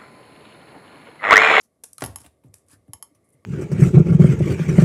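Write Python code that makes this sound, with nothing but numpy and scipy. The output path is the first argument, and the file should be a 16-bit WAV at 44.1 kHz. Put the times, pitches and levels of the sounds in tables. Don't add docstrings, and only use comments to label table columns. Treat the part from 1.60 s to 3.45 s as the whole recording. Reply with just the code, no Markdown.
import sys
import numpy as np
from scipy import signal
from scipy.fft import rfft, irfft
from scipy.io import wavfile
from scipy.ndimage import uniform_filter1d

SR = 44100
rng = np.random.default_rng(int(sys.argv[2]) if len(sys.argv) > 2 else 0)


def materialize(psi):
    bounded = np.clip(np.atleast_2d(psi).T, -1, 1)
    quanta = np.round(bounded * 32767).astype(np.int16)
    wavfile.write(sys.argv[1], SR, quanta)


def elevation(decibels):
    levels = np.asarray(decibels, float)
    return 10 ** (levels / 20)


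N = 81585
TIME_S = np.arange(N) / SR


def noise():
    return rng.standard_normal(N)


def colour(x, points):
    hz, db = np.array(points, float).T
    f = np.maximum(np.fft.rfftfreq(len(x), 1 / SR), 1)
    low_cut_db = 24 * np.log2(np.maximum(hz[0] / f, 1))
    gain_db = np.interp(np.log(f), np.log(hz), db) - low_cut_db
    y = irfft(rfft(x) * elevation(gain_db), len(x))
    return y / np.sqrt(np.mean(y ** 2))


def fade(start_s, t60_s, rise_s=0.000083):
    since_s = np.maximum(TIME_S - start_s, 0)
    rise = 1 - np.exp(-(since_s / rise_s) ** 2)
    return since_s, rise * np.exp(-np.log(1000) * since_s / t60_s)


def ringing(start_s, hz, db, t60_s, rise_s=0.00011):
    since_s, env = fade(start_s, t60_s, rise_s)
    return elevation(db) * env * np.sin(2 * np.pi * hz * since_s)


def peel_envelope(start_s, rise_s, hold_s, fall_s):
    growth = np.clip((TIME_S - start_s) / rise_s, 0, 1) ** 2
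    falling_s = np.maximum(TIME_S - start_s - rise_s - hold_s, 0)
    return growth * np.exp(-3 * falling_s / fall_s)


def walk(rate_hz):
    k = int(SR / rate_hz)
    steps = np.repeat(rng.standard_normal(N // k + 1), k)
    return 0.71 * uniform_filter1d(uniform_filter1d(steps, k), k)[:N]


# start in seconds, peak in dB, jar wall modes in dB.
CLICKS = [
    (0.4383, -19, 2.5),
    (0.4482, -20.5, -26),
    (0.461, -19.5, -7.5),
    (0.5592, -18, -5),
    (1.334, -20, -5.5),
    (1.4257, -21, -6),
]
# frequency in Hz, level in dB, t60 in seconds.
WALL_MODES = [(868, -8, .025), (1140, -8, .022), (1730, -17.5, .02), (2060, -16, .02)]
# frequency in Hz, level in dB, t60 in seconds.
RING_MODES = [(3080, -15, .02), (4500, -22, .012), (5270, -11, .017), (6620, -22, .07), (6740, -15, .02),
              (7630, -16, .02), (8655, -17, .015), (8845, -23, .06), (9730, -24, .04), (10560, -21, .05),
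              (11060, -7, .05), (12500, -30, .04), (13250, -17, .022), (14650, -24, .022)]
# frequency in Hz, level in dB.
CRACK_COLOUR = [(750, -7.5), (1300, -17), (2600, -16), (5000, -20), (8500, -3.5), (10500, -18.5),
                (12300, -45.5), (15500, -40.5)]


def ring_clicks():
    rise_s, scatter_db, mode_gain_db = 0.00023, 1.5, -6
    snap_hz, snap_db, snap_t60_s = 10635, 4, 0.0044
    rebound_s, rebound_db = 0.0012, -9
    crack_db, crack_t60_s = -17.5, 0.017
    all_modes = WALL_MODES + RING_MODES
    chance = rng.standard_normal((len(CLICKS), len(all_modes)))
    grit = colour(noise(), CRACK_COLOUR)
    snaps, modes = np.zeros(N), np.zeros(N)
    for (start_s, db, wall_db), luck in zip(CLICKS, chance):
        snaps += ringing(start_s, snap_hz, db + snap_db, snap_t60_s, rise_s)
        snaps += ringing(start_s + rebound_s, snap_hz, db + snap_db + rebound_db, snap_t60_s, rise_s)
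        modes += elevation(db + crack_db) * fade(start_s, crack_t60_s, rise_s)[1] * grit
        for k, (hz, mode_db, t60_s) in enumerate(all_modes):
            level_db = db + mode_db + mode_gain_db + scatter_db * luck[k]
            if k < len(WALL_MODES):
                level_db += wall_db
            modes += (-1) ** k * ringing(start_s, hz, level_db, t60_s, rise_s)
    return snaps, modes


# start in seconds, peak in dB, t60 in seconds, low part in dB.
POPS = [(0.2348, -46, 0.025, -11), (0.2369, -23.5, 0.023, -13.5), (0.2393, -27, 0.041, -14),
        (0.253, -40, 0.14, -36.5), (0.3318, -22, 0.0097, -34), (0.345, -46, 0.056, -33),
        (.3815, -21, 0.014, -10), (0.4076, -30.5, 0.025, 3), (0.4398, -19.5, 0.0091, 10),
        (.585, -38.5, 0.013, 6.5), (0.6034, -38.5, 0.049, -9), (0.616, -34, 0.015, -10),
        (0.6417, -53.5, 0.071, 13.5), (0.6625, -44, 0.031, 7), (0.8363, -62.5, 0.1, 8),
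        (0.9409, -24.5, 0.013, -14.5), (0.952, -45.5, 0.085, -27.5), (0.983, -44.5, .02, -33.5),
        (1.064, -56, 0.025, -9), (1.0848, -43, 0.015, -12.5), (1.279, -59.5, 0.027, 0.5),
        (1.5481, -56, 0.084, -1.5), (1.7393, -66, .015, 12.5)]
# frequency in Hz, level in dB.
POP_COLOUR = [(1470, -64), (2500, -32), (4510, -16), (5480, -1), (6010, -6), (10500, 5.5), (13900, -21),
              (16000, -54.5)]
# frequency in Hz, level in dB.
POP_LOW_COLOUR = [(520, -0.5), (900, -1.5), (1300, -9), (1900, -6), (3200, -7.5), (5000, -19)]
# frequency in Hz, level in dB.
TICK_COLOUR = [(6500, -17.5), (9000, -3), (10600, 1.5), (12500, -9), (15000, -34.5)]


def pops():
    grit = noise() * elevation(2.8 * walk(1500))
    bright, tick, low = (colour(grit, c) for c in (POP_COLOUR, TICK_COLOUR, POP_LOW_COLOUR))
    out = np.zeros(N)
    for start_s, db, t60_s, low_db in POPS:
        small = db < -44.5
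        env = fade(start_s, t60_s, 0.001 if small else 0.0002)[1]
        out += elevation(db - 9.5) * env * ((tick if small else bright) + elevation(low_db) * low)
    return out


# start in seconds, peak in dB, pitch in Hz, t60 in seconds.
PLOPS = [(0.2368, -50.5, 882, .02), (0.2405, -41.5, 500, 0.023), (.8355, -55, 920, .02),
         (.8362, -60.5, 2300, .012), (.428, -28, 650, .03), (.471, -38, 680, .03), (.4075, -42, 1150, .015),
         (.458, -34, 250, .03), (.939, -53, 550, 0.022), (1.2805, -49, 620, .02), (1.2805, -58, 1700, .012),
         (0.2381, -50, 1697, 0.029), (0.3828, -34.5, 1280, 0.022), (0.3816, -29.5, 4220, 0.0095),
         (0.9399, -50, 1810, 0.014), (0.9398, -48.5, 2500, 0.016), (.9412, -58, 3950, 0.01),
         (1.137, -54, 1804, 0.02)]


def plops():
    return sum(ringing(start_s, hz, db, t60_s, 0.0012) for start_s, db, hz, t60_s in PLOPS)


# start, rise, hold and fall in seconds, level in dB.
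RUSTLES = [
    (-.02, 0.0099, 0.061, 0.038, -69.5),
    (0.274, .005, 0.015, 0.16, -69),
    (0.372, 0.026, 0.03, 0.2, -51.5),
    (0.563, 0.037, 0.074, 0.023, -60),
    (0.828, .01, 0.031, .04, -77.5),
    (0.933, 0.0054, 0.02, 0.088, -65.5),
    (1.059, 0.055, 0.023, 0.031, -54.5),
]
# frequency in Hz, level in dB.
RUSTLE_COLOUR = [(600, -10), (1100, -2.5), (1900, -7), (3500, -10.5), (6500, -8.5), (10500, 1),
                 (13000, -16), (16000, -28)]


def rustle():
    grains_per_s, grain_spread_db, patchy_db = 14000, 1.5, 1.8
    hits = rng.random(N) < grains_per_s / SR
    grains = hits * elevation(grain_spread_db * rng.exponential(size=N)) * noise()
    env = sum(elevation(db) * peel_envelope(*times_s) for *times_s, db in RUSTLES)
    return env * elevation(patchy_db * walk(120)) * colour(grains, RUSTLE_COLOUR)


# start, rise and fall in seconds, level in dB, centre in Hz.
FIZZ = [(-.005, 0.0099, 0.041, -60.5, 7040), (.0125, .001, 0.0088, -56.5, 5530),
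        (.027, .004, 0.048, -62, 11500), (.03, 0.0073, 0.047, -66.5, 6330),
        (.855, .004, 0.026, -68.5, 11970), (.882, 0.0018, 0.0093, -68.5, 7800),
        (.95, .005, 0.082, -60, 8550), (1.11, .003, .02, -57, 10000), (1.1, .035, .04, -59, 1700),
        (1.105, .03, .03, -63, 5000), (1.09, .04, .06, -60, 10500), (1.275, .004, .05, -72, 10500),
        (1.547, 0.0017, 0.025, -67.5, 6000), (1.638, .008, 0.07, -67.5, 10000),
        (1.688, 0.00094, .015, -61.5, 10540), (1.702, .001, 0.014, -65, 10500),
        (1.713, 0.021, 0.033, -62, 10050)]


def fizz():
    wide, slope_db = 2 ** 0.5, -15
    grit = noise() * elevation(3.2 * walk(900))
    out = np.zeros(N)
    for start_s, rise_s, fall_s, db, hz in FIZZ:
        band = [(hz / wide, slope_db), (hz, 0), (hz * wide, 2 * slope_db), (hz * wide ** 2, -70)]
        out += elevation(db) * peel_envelope(start_s, rise_s, 0, fall_s) * colour(grit, band)
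    return out


# frequency in Hz, level in dB, t60 in seconds.
BASE_MODES = [(290, -24, 0.03), (382.2, -24, 0.056), (661, -15.5, 0.034), (1140, -39, .02),
              (1418, -26, 0.042), (1950, -13, 0.014)]
# frequency in Hz, level in dB.
SLAP_COLOUR = [(200, 8), (600, 1), (1900, -6), (3500, -14.5), (10000, -15), (14000, -35.5)]


def landing():
    start_s = 0.4194
    slap = elevation(-16) * fade(start_s, 0.031, 0.0021)[1] * colour(noise(), SLAP_COLOUR)
    base = sum(ringing(start_s + 0.000754, hz, db, t60_s, 0.0029) for hz, db, t60_s in BASE_MODES)
    return slap + base


# start in seconds, peak in dB, pitch in Hz, t60 in seconds.
THUDS = [(0.042, -66.5, 94.4, 0.084), (.12, -68, 166, 0.19), (0.391, -47.5, 128, .1),
         (.424, -26, 121.7, 0.12), (0.44, -32, 92, 0.1), (.445, -37, 72, .4), (0.481, -32, 98, 0.2),
         (.553, -49, 96, .15), (.61, -47.5, 107, 0.13), (.602, -49.5, 295, .08), (.86, -47.5, 108, .15),
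         (1.22, -56, 76, 0.14), (.05, -58, 220, .08), (1.4, -66, 690, .3), (0.657, -49, 75, 0.17),
         (.65, -47, 290, 0.12), (.846, -42.5, 127, 0.13), (0.844, -44.5, 261, 0.092),
         (0.889, -44, 104.6, 0.2), (.935, -53.5, 91, 0.17), (1.131, -48, 279, 0.086),
         (1.148, -50, 104.3, 0.24), (1.282, -46.5, 287.6, 0.12), (1.288, -34.5, 113, 0.082),
         (1.338, -37.5, 89, 0.058), (1.512, -55, 290, 0.17), (1.552, -65, 108.6, 0.28),
         (1.744, -51, 139, 0.11), (1.746, -56.5, 290, 0.072), (1.041, -62.5, 96, 0.46),
         (.07, -88, 248, 0.15), (1.782, -60, 94, 0.24)]
# frequency in Hz, level in dB.
RUMBLE_COLOUR = [(70, 2.5), (140, 1), (300, -6), (600, -14), (1200, -30.5), (3000, -69)]


def thuds():
    rise_turns = 0.39
    rumble = elevation(-11.5) * colour(noise(), RUMBLE_COLOUR)
    out = np.zeros(N)
    for start_s, db, hz, t60_s in THUDS:
        rise_s = rise_turns / hz
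        out += ringing(start_s, hz, db, t60_s, rise_s)
        out += elevation(db) * fade(start_s, t60_s, rise_s)[1] * rumble
    return out


# frequency in Hz, level in dB.
ROOM_COLOUR = [(100, -2), (700, 4), (3000, -1.5), (6500, -2.5), (10000, -3.5), (16000, -1.5)]


def echo(x, t60_s):
    tail = colour(noise(), ROOM_COLOUR) * fade(0.0041, t60_s, 0.00097)[1]
    tail = tail / np.sqrt(np.sum(tail ** 2))
    return elevation(-11.5) * signal.fftconvolve(x, tail)[:N]


# frequency in Hz, width in Hz, level in dB.
WHINE = [(1150, 250, -89), (2100, 700, -91)]


def whine():
    out = np.zeros(N)
    for hz, width_hz, db in WHINE:
        band = [(hz - width_hz, -30), (hz, 0), (hz + width_hz, -30), (2 * hz, -60)]
        out += elevation(db + 4 * walk(10)) * colour(noise(), band)
    growth_db_per_s = 4.1
    return out * elevation(growth_db_per_s * TIME_S)


# frequency in Hz, level in dB.
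HUM_COLOUR = [(60, 2.5), (130, 1), (650, -4.5), (830, -17.5), (2100, -30), (7000, -30), (10500, -24),
              (13500, -36), (14500, -60)]


def hum():
    level_db, growth_db_per_s, swell_db, flicker_db = -68, 1, 1.0, 1.2
    bass_bands, bass_start_db, bass_settle_s = 6, -3, 0.27
    spectrum = rfft(colour(noise(), HUM_COLOUR))
    swell = walk(1.67)
    octave = np.log2(np.maximum(np.fft.rfftfreq(N, 1 / SR), 1) / 30)
    out = np.zeros(N)
    for k in range(10):
        band = irfft(spectrum * np.clip(1 - np.abs(octave - k), 0, 1), N)
        gain_db = swell_db * swell + flicker_db * walk(14.0)
        if k < bass_bands:
            gain_db = gain_db + bass_start_db * np.exp(-TIME_S / bass_settle_s)
        out += band * elevation(gain_db)
    return elevation(level_db + growth_db_per_s * TIME_S) * out


def scene():
    snaps, modes = ring_clicks()
    slime = pops() + plops() + rustle() + landing()
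    clicks = snaps + modes + echo(modes + elevation(-2.5) * snaps, 0.19)
    near = clicks + slime + echo(slime, 0.29)
    return (near + thuds() + fizz() + whine() + hum())[None]


def band_limit(x):
    return signal.sosfilt(signal.butter(12, 16530, fs=SR, output="sos"), x)


def record(dry):
    limit = 0.2
    mix = signal.sosfilt(signal.butter(6, 63.5, "high", fs=SR, output="sos"), dry)
    mix = signal.sosfilt(signal.butter(4, 14200, fs=SR, output="sos"), mix)
    mix = signal.sosfilt(signal.ellip(6, 0.2, 30, 16000, fs=SR, output="sos"), mix)
    mix = limit * np.tanh(mix / limit)
    return band_limit(mix)


dry = scene()
out = record(dry)
materialize(out)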